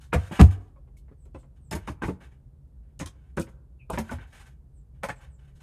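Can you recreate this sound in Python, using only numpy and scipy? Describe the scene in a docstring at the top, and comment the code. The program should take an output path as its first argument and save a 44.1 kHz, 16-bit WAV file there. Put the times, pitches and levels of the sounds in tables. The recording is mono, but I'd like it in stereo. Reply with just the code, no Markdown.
"""Split firewood is picked from a pile and dropped onto other logs in a yard, beside a folding wagon.
Each knock is a short chatter of contacts that rings the log and scatters between pile and walls.
Logs drag over each other, bark crunches, and heavy landings boom and sway the load.
A machine hums far off in still air and small birds call."""
import sys
import numpy as np
from scipy import signal
from scipy.fft import rfft, irfft
from scipy.io import wavfile
from scipy.ndimage import uniform_filter1d

SR = 44100
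rng = np.random.default_rng(int(sys.argv[2]) if len(sys.argv) > 2 else 0)


def master_out(mix):
    """Clip the mix to full scale and print it as 16-bit PCM to the path in sys.argv[1]."""
    frames = np.transpose(np.atleast_2d(mix))
    ceiling = np.clip(frames, -1, 1)
    pcm = np.round(ceiling * 32767).astype(np.int16)
    wavfile.write(sys.argv[1], SR, pcm)


N = 247842
EVENT_N = SR // 2
EVENT_T = np.arange(EVENT_N) / SR


def amp(db):
    """dB to gain."""
    return 10 ** (np.asarray(db) / 20)


def lookup(table, hz):
    """Interpolates (f/Hz, value) rows over log frequency."""
    f, value = np.transpose(table)
    return np.interp(np.log(hz + 1), np.log(f + 1), value)


def unit_rms(x):
    """Scales to rms 1."""
    return x / np.sqrt(np.mean(x ** 2) + 1e-20)


def burst(x):
    """Scales to the energy of 30 ms at rms 1."""
    return unit_rms(x) * np.sqrt(.03 * SR / x.shape[-1])


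def add(mix, start_s, sound):
    """Mixes a sound in at start_s."""
    part = mix[:, max(round(start_s * SR), 0):][:, :sound.shape[-1]]
    part += sound[..., :part.shape[-1]]


def band(x, low_hz, high_hz, order=2):
    """Causal band-pass."""
    return signal.sosfilt(signal.butter(order, [low_hz, high_hz], "band", fs=SR, output="sos"), x)


def convolve(x, response):
    """Per-channel convolution, cut to the input length."""
    return signal.fftconvolve(np.atleast_2d(x), np.atleast_2d(response), axes=1)[:, :x.shape[-1]]


def colour(x, spectrum, size=2048):
    """Minimum-phase filter from (f/Hz, gain/dB) rows."""
    gain_db = lookup(spectrum, abs(np.fft.fftfreq(size, 1 / SR)))
    log_gain = np.log(amp(np.maximum(gain_db, -100)))
    response = np.fft.ifft(np.exp(np.conj(signal.hilbert(log_gain)))).real
    return convolve(x, response)


# diffuse field: f/Hz, left-right coherence
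COHERENCE = [(60, .97), (130, .94), (300, .7), (700, .42), (1400, .22), (3000, .08), (15000, .1)]


def diffuse(size):
    """Noise from all sides: left and right alike in the bass, unrelated in the treble."""
    mid, side = rfft(rng.standard_normal((2, size)))
    coherence = lookup(COHERENCE, np.fft.rfftfreq(size, 1 / SR))
    mid *= np.sqrt(1 + coherence)
    side *= np.sqrt(1 - coherence)
    return unit_rms(irfft([mid + side, mid - side], size))


def scatter(direct_db, hold_s, t60_s):
    """Impulse response: direct path plus dense reflections off logs, ground and walls."""
    decay = amp(-60 * np.maximum(EVENT_T - hold_s, 0) / t60_s)
    paths = diffuse(EVENT_N) * decay * (1 - np.exp(-EVENT_T / .0011))
    paths /= np.linalg.norm(paths[0])
    paths[[0, 1], rng.integers(20, 30, size=2)] += amp(direct_db)
    return paths


def grains(size, per_s, spread_db):
    """Sparse, very unequal clicks: fibres slipping and breaking."""
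    heights = amp(spread_db * np.minimum(rng.exponential(1, size), 4)) * rng.choice([-1, 1], size)
    return heights * (rng.random(size) < per_s / SR)


# air noise spectrum: f/Hz, relative level/dB
AIR_SPECTRUM = [(12, -45), (20, -38), (40, -5), (64, 3.5), (103, -14.5), (140, -4.5), (166, -16.5),
                (282, -25.5), (306, -28), (362, -28), (1070, -44), (2210, -55.5), (5850, -60), (9130, -56),
                (15500, -63.5)]


def air(level_db=-63.5):
    """Still outdoor air: diffuse noise, its level set above 170 Hz."""
    gain = amp(lookup(AIR_SPECTRUM, np.fft.rfftfreq(N, 1 / SR)))
    noise = irfft(rfft(diffuse(N)) * gain, N)
    return amp(level_db) * noise / band(noise, 170, 15500, order=4).std()


# hum bands: f/Hz, level/dB, width/Hz
HUM_BANDS = [(52.8, -55.5, 25), (126, -63, 21)]


def machine_hum(hz, db, width_hz):
    """One narrow noise band of a distant machine's wavering drone."""
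    detune = 2 * (np.fft.rfftfreq(N, 1 / SR) - hz) / width_hz
    return amp(db) * unit_rms(irfft(rfft(diffuse(N)) / (1 + detune ** 4), N))


# rubbed wood: f/Hz, relative level/dB
WOOD_SPECTRUM = [(200, -19), (600, 2), (1600, 3.5), (3000, -0.5), (5000, -32), (10000, -64.5)]
# bright hiss of rubbed and crushed bark, with the microphone's treble peaks: f/Hz, relative level/dB
HISS_SPECTRUM = [(1760, -21.5), (3000, -5.5), (3610, -5.5), (4750, -8), (5340, -6), (5840, -9), (6340, -4),
                 (7380, -8), (9070, -4.5), (9780, -12.5), (10700, -9), (13700, -19.5), (15500, -24)]
# log dragged over log: t/s, length/s, wood/dB, bark/dB
DRAGS = [(0.0, 0.044, -62, -61.5), (0.174, 0.11, -52.5, -58.5), (0.31, 0.066, -40.5, -49.5),
         (0.5, 0.024, -49, -55.5), (0.597, 0.084, -73.5, -78), (1.377, 0.027, -77.5, -72),
         (1.554, 0.023, -75, -79), (1.772, 0.079, -62, -71), (2.2, 0.053, -56.5, -66),
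         (2.309, .02, -66, -76), (2.823, 0.091, -83, -94.5), (3.113, 0.19, -75, -84.5),
         (3.478, 0.018, -78.5, -68.5), (4.03, 0.13, -55.5, -62.5), (4.202, 0.033, -52.5, -69),
         (4.262, 0.11, -70, -71.5), (4.32, 0.063, -54, -60.5), (4.386, 0.031, -55, -60),
         (4.455, 0.019, -57.5, -62), (4.933, 0.048, -77, -86), (5.148, 0.045, -70, -73),
         (5.199, 0.047, -56.5, -66.5), (5.38, 0.12, -69, -77.5), (5.548, 0.028, -70.5, -69.5),
         (5.598, .03, -59, -63.5)]


def drags(attack_s=.014, release_db_per_s=299):
    """Sliding logs catch and slip in dense grains; the paths through the pile change as they move."""
    t = np.arange(N) / SR
    slips, power = np.zeros((2, 2, N))
    for k in range(3):
        crossfade = np.sin(np.pi * (5 * t + k / 3))
        clicks = crossfade * grains(N, per_s=2000, spread_db=3.6)
        slips += convolve(clicks, scatter(direct_db=-10, hold_s=.005, t60_s=.06))
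    wood = unit_rms(colour(slips, WOOD_SPECTRUM))
    bark = unit_rms(colour(slips, HISS_SPECTRUM))
    attack = np.minimum(EVENT_T / attack_s, 1)
    for start_s, length_s, wood_db, bark_db in DRAGS:
        release = amp(-release_db_per_s * np.maximum(EVENT_T - length_s, 0))
        add(power, start_s, (attack * release * amp([[wood_db], [bark_db]])) ** 2)
    wood_gain, bark_gain = np.sqrt(power)
    return wood_gain * wood + bark_gain * bark


GRAZE_S, CHATTER_S = .008, .0075
# bending modes of a split log: ratio to ring pitch, relative level/dB, t60/s
LOG_MODES = [(0.999, 11.5, .05), (1.19, -11.5, 0.044), (1.88, -7.5, .045), (2.7, -11.5, 0.041),
             (4.401, -21.5, 0.028)]
# log on log: t/s, clack/dB, ring pitch/Hz, then re clack: ring/dB, hollow/dB, crack/dB
KNOCKS = [(0.128, -32, 506, 2, 1.5, 3), (0.14, -28, 453, -3.5, 2, -14.5),
          (0.311, -40.5, 558, -0.5, 6.5, -13), (0.394, -21.5, 1090, -19.5, 1.5, -5.5),
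          (0.405, -31, 553, -7, 12, -6), (0.761, -66, 582, 6.5, -6, -10.5),
          (0.874, -69, 396, -5.5, -1, -11), (1.082, -68, 444, -0.5, -11, -4.5),
          (1.113, -67, 395, 4, 12, -8), (1.257, -69.5, 507, 2, 12, -7.5), (1.347, -48, 496, 1, 7.5, -12),
          (1.431, -64.5, 560, 4, 4, -9), (1.714, -40.5, 879, -5, 3, 2), (1.727, -40, 594, -0.5, 7, 1),
          (1.751, -44.5, 925, -0.5, 9, -2.5), (1.875, -38, 1104, -15, -3, -3),
          (1.889, -50, 614, 2, 13.5, -28), (2.02, -35, 590, -11.5, 0.5, -7),
          (2.034, -42.5, 927, 4, 11, 4.5), (2.082, -39, 905, -7.5, 10.5, -8.5),
          (2.209, -62, 1553, -2, 7, -2), (2.999, -42.5, 526, 0, 1.5, -2.5),
          (3.012, -49, 1030, 0, 11.5, 2.5), (3.06, -55.5, 1096, -3.5, 4.5, 1),
          (3.372, -39, 1473, -5.5, 8, -1), (3.377, -39, 506, 8, 12.5, -16.5), (3.47, -61, 390, -4, -2, 1),
          (3.899, -32.5, 608, -33, -5, -22), (3.933, -39.5, 498, -3, 5.5, -2.5),
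          (3.975, -31, 519, -6, 1.5, -5), (4.093, -53.5, 1534, 10.5, 5.5, 3.5),
          (4.114, -37.5, 920, -16, -1.5, -7.5), (4.185, -62, 1558, 10.5, 11, 5.5),
          (5.034, -31.5, 557.4, 0.5, -8.5, -3.5), (5.087, -36, 905, -17.5, -3.5, -1.5),
          (5.102, -59.5, 1817, 10.5, 3, 8)]


def knock(clack_db, ring_hz, ring_db, hollow_db, crack_db, rebounds=4):
    """Rough faces graze, then meet in quick contacts that ring the log and the hollows of the pile."""
    hit = round(GRAZE_S * SR)
    contacts = np.zeros(EVENT_N)
    contacts[:hit] = amp(-13.5) * rng.standard_normal(hit) * np.linspace(0, 1, hit) / np.sqrt(hit / 3)
    strengths = rng.uniform(-.42, .55, rebounds)
    contacts[hit + (rng.random(rebounds) * CHATTER_S * SR).astype(int)] = strengths
    contacts[hit] = 1
    blow = convolve(contacts, scatter(direct_db=-7.5, hold_s=.011, t60_s=.11))
    modes = sum(amp(db - 60 * EVENT_T / t60_s) * np.sin(2 * np.pi * ring_hz * ratio * EVENT_T)
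                for ratio, db, t60_s in LOG_MODES)
    # soft wood stays in contact too long to excite the highest modes
    ring = amp(ring_db) * burst(band(convolve(blow, modes), 180, 1400))
    clack = burst(band(blow, 560, 1000))
    hollow = amp(hollow_db) * burst(band(blow, 59, 380, order=3))
    crack = amp(crack_db) * burst(band(band(blow, 1400, 2300), 810, 8700))
    return amp(clack_db) * (ring + clack + hollow + crack)


# short wooden rings and sharp cracks: t/s, peak/dB, f/Hz, t60/s
RINGS_AND_CRACKS = [(0.128, -30, 2450, 0.073), (0.130, -24.5, 460, 0.084), (0.130, -16.5, 1300, 0.027),
                    (0.348, -50, 2630, 0.16), (0.4095, -14, 1710, 0.01), (0.4138, -4, 2350, 0.0026),
                    (0.4203, -22.5, 2710, 0.0058), (0.969, -58, 2200, 0.052), (1.347, -40.5, 1014, 0.065),
                    (1.349, -52, 2610, .06), (1.712, -36.5, 5210, 0.065), (2.022, -29, 1553, 0.09),
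                    (3.377, -29, 577, 0.045), (3.38, -20.5, 1537, 0.019), (3.422, -44, 2480, 0.06),
                    (4.095, -41.5, 1495, 0.11), (5.093, -25.5, 1536, 0.05), (5.1, -29, 1718, 0.067)]


def vibration(db, hz, rise_s, t60_s):
    """One damped vibration, left and right slightly out of phase."""
    envelope = (1 - np.exp(-(EVENT_T / rise_s) ** 2)) * amp(-60 * EVENT_T / t60_s)
    phase_rad = rng.choice([-1, 1]) * min(hz / 700, .78) * np.array([[-1], [1]])
    return amp(db) * envelope / envelope.max() * np.sin(2 * np.pi * hz * EVENT_T + phase_rad)


# bark crushed at a contact: t/s, level/dB, length/s, treble shelf/dB
CRUNCHES = [(0.132, -39.5, 0.013, -2), (0.393, -35.5, 0.031, -1), (0.408, -55, 0.0029, -14.5),
            (0.4131, -38, 0.0019, 6), (0.439, -55, 0.04, 2), (0.967, -66, 0.023, 8),
            (1.254, -74, 0.0075, -1), (1.342, -71.5, 0.025, -3.5), (1.71, -44.5, 0.017, 0),
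            (1.721, -43.5, 0.018, 1), (1.75, -44.5, 0.0092, 6), (1.87, -51.5, 0.036, -1),
            (2.019, -48.5, 0.07, 0), (2.076, -64, 0.0088, 3), (2.992, -49.5, 0.009, -3),
            (3.002, -43.5, 0.014, -8), (3.059, -48, 0.006, 1), (3.069, -49, 0.0091, -7.5),
            (3.368, -48, 0.03, -3), (3.397, -45.5, .004, 4), (3.403, -46, 0.017, 3),
            (3.901, -46.5, 0.004, 3.5), (3.916, -48, 0.051, -1), (3.984, -41.5, 0.013, 6),
            (4.109, -50, 0.018, 3), (5.032, -44, 0.021, 3.5), (5.084, -48.5, 0.02, -3)]


def crunch(db, length_s, brittle_db):
    """Bark breaks in one snap and a spray of smaller ones; the briefest arrive most directly."""
    snaps = grains(EVENT_N, per_s=3500, spread_db=5) * np.exp(-(EVENT_T / length_s) ** 2)
    snaps[0] += 2
    snaps = colour(snaps, [(7000, 0), (13000, brittle_db)])
    direct_db = -10.5 + 5.9 * max(np.log(.063 / length_s), 0)
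    paths = scatter(direct_db, hold_s=.0015, t60_s=.11)
    return amp(db) * burst(colour(convolve(snaps, paths), HISS_SPECTRUM))


# modes of the struck spot: ratio to boom pitch, gain/dB, rise/s
BOOM_MODES = [(1, 0.5, 0.0048), (1.75, -26.5, .004)]
# modes of the whole load: ratio to sway pitch, gain/dB, rise/s, t60/s
SWAY_MODES = [(1, 0.5, 0.015, .17), (1.29, -10.5, 0.033, .32), (1.7, -6.5, 0.0073, .16)]
# heavy landings: t/s, boom/dB, boom pitch/Hz, boom t60/s, sway/dB, sway pitch/Hz
THUDS = [(0.137, -22, 151.6, 0.16, -15.5, 73.4), (0.398, -4.5, 188, 0.14, 0, 73.8),
         (1.725, -34, 190, 0.17, -28.5, 74.3), (1.876, -35, 205, 0.12, -32.5, 71),
         (2.026, -31, 184, .13, -28, 61.5), (2.082, -25, 184, 0.19, -36, 69.2),
         (3.006, -30.5, 171, 0.077, -33.5, 73.8), (3.38, -27, 331, 0.16, -36, 91.2),
         (3.906, -45, 200, 0.11, -29, 62), (3.979, -21.5, 222, 0.18, -33, 70.6),
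         (4.115, -34.5, 244.3, 0.21, -29, 78)]


def thud(boom_db, boom_hz, boom_t60_s, sway_db, sway_hz, sway_lag_s=.009):
    """A heavy log lands: the spot booms, then the whole load sways at a low, damped pitch."""
    landing = sum(vibration(boom_db + db, boom_hz * ratio, rise_s, boom_t60_s)
                  for ratio, db, rise_s in BOOM_MODES)
    sway = sum(vibration(sway_db + db, sway_hz * ratio, rise_s, t60_s)
               for ratio, db, rise_s, t60_s in SWAY_MODES)
    add(landing, sway_lag_s, sway)
    return landing


# yard decay: f/Hz, t60/s
YARD_DECAY = [(80, 0.25), (300, 0.63), (1000, 0.66), (3000, 0.35), (12000, 0.093)]


def yard_echo(x):
    """The surrounding walls return a short tail, longest in the midrange."""
    hz, t, spectra = signal.stft(diffuse(EVENT_N), SR, nperseg=256)
    envelope = amp(-60 * t / lookup(YARD_DECAY, hz)[:, None]) * (1 - np.exp(-t / .0067))
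    _, tail = signal.istft(spectra * envelope, SR, nperseg=256)
    return convolve(x, tail / np.linalg.norm(tail[0]))


# bird notes: t/s, level/dB, length/s, starting pitch/Hz
CHIRPS = [(1.155, -69.5, 0.11, 8530), (1.343, -68.5, 0.089, 8540), (1.573, -67.5, 0.12, 8630),
          (3.787, -59.5, 0.036, 2710), (4.718, -72, 0.091, 8590), (5.124, -66, 0.066, 8400),
          (5.276, -67.5, 0.095, 8420)]


def bird_chirp(db, length_s, start_hz, fall_share=.17):
    """A thin, wavering whistle that bends down, heard mostly through the yard's reflections."""
    progress = np.minimum(EVENT_T / length_s, 1)
    waver = .03 * unit_rms(uniform_filter1d(rng.standard_normal(EVENT_N), size=60))
    hz = start_hz * (1 - fall_share * progress ** 2) * (1 + waver)
    note = np.sin(np.pi * progress ** 1.5) * np.sin(2 * np.pi * np.cumsum(hz) / SR)
    return amp(db) * burst(convolve(note, scatter(direct_db=-2, hold_s=.008, t60_s=.15)))


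def scene():
    """Stereo mix; knocks, crunches, rings and cracks feed the yard's faint tail."""
    wood, thuds, birds = np.zeros((3, 2, N))
    for start_s, *row in KNOCKS:
        add(wood, start_s - GRAZE_S, knock(*row) * amp([[.08], [-.08]]))  # left, right/dB
    for start_s, *row in CRUNCHES:
        add(wood, start_s, crunch(*row) * amp([[-1.4], [1.4]]))
    for start_s, db, hz, t60_s in RINGS_AND_CRACKS:
        add(wood, start_s, vibration(db, hz, rise_s=.01 * t60_s, t60_s=t60_s))
    for start_s, *row in THUDS:
        add(thuds, start_s, thud(*row) * amp([[-2], [.3]]))
    for start_s, *row in CHIRPS:
        add(birds, start_s, bird_chirp(*row))
    firewood = wood + amp(-26.5) * yard_echo(wood) + thuds + drags()
    return firewood + birds + air() + sum(machine_hum(*row) for row in HUM_BANDS)


def record(dry):
    """Soft limit at full scale, then a 15.5 kHz low-pass."""
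    limited = dry / (1 + dry ** 8) ** (1 / 8)
    low_pass = signal.firwin(401, 15500, window=("kaiser", 8), fs=SR)
    return signal.oaconvolve(limited, low_pass[None], "same")


dry = scene()
out = record(dry)
master_out(out)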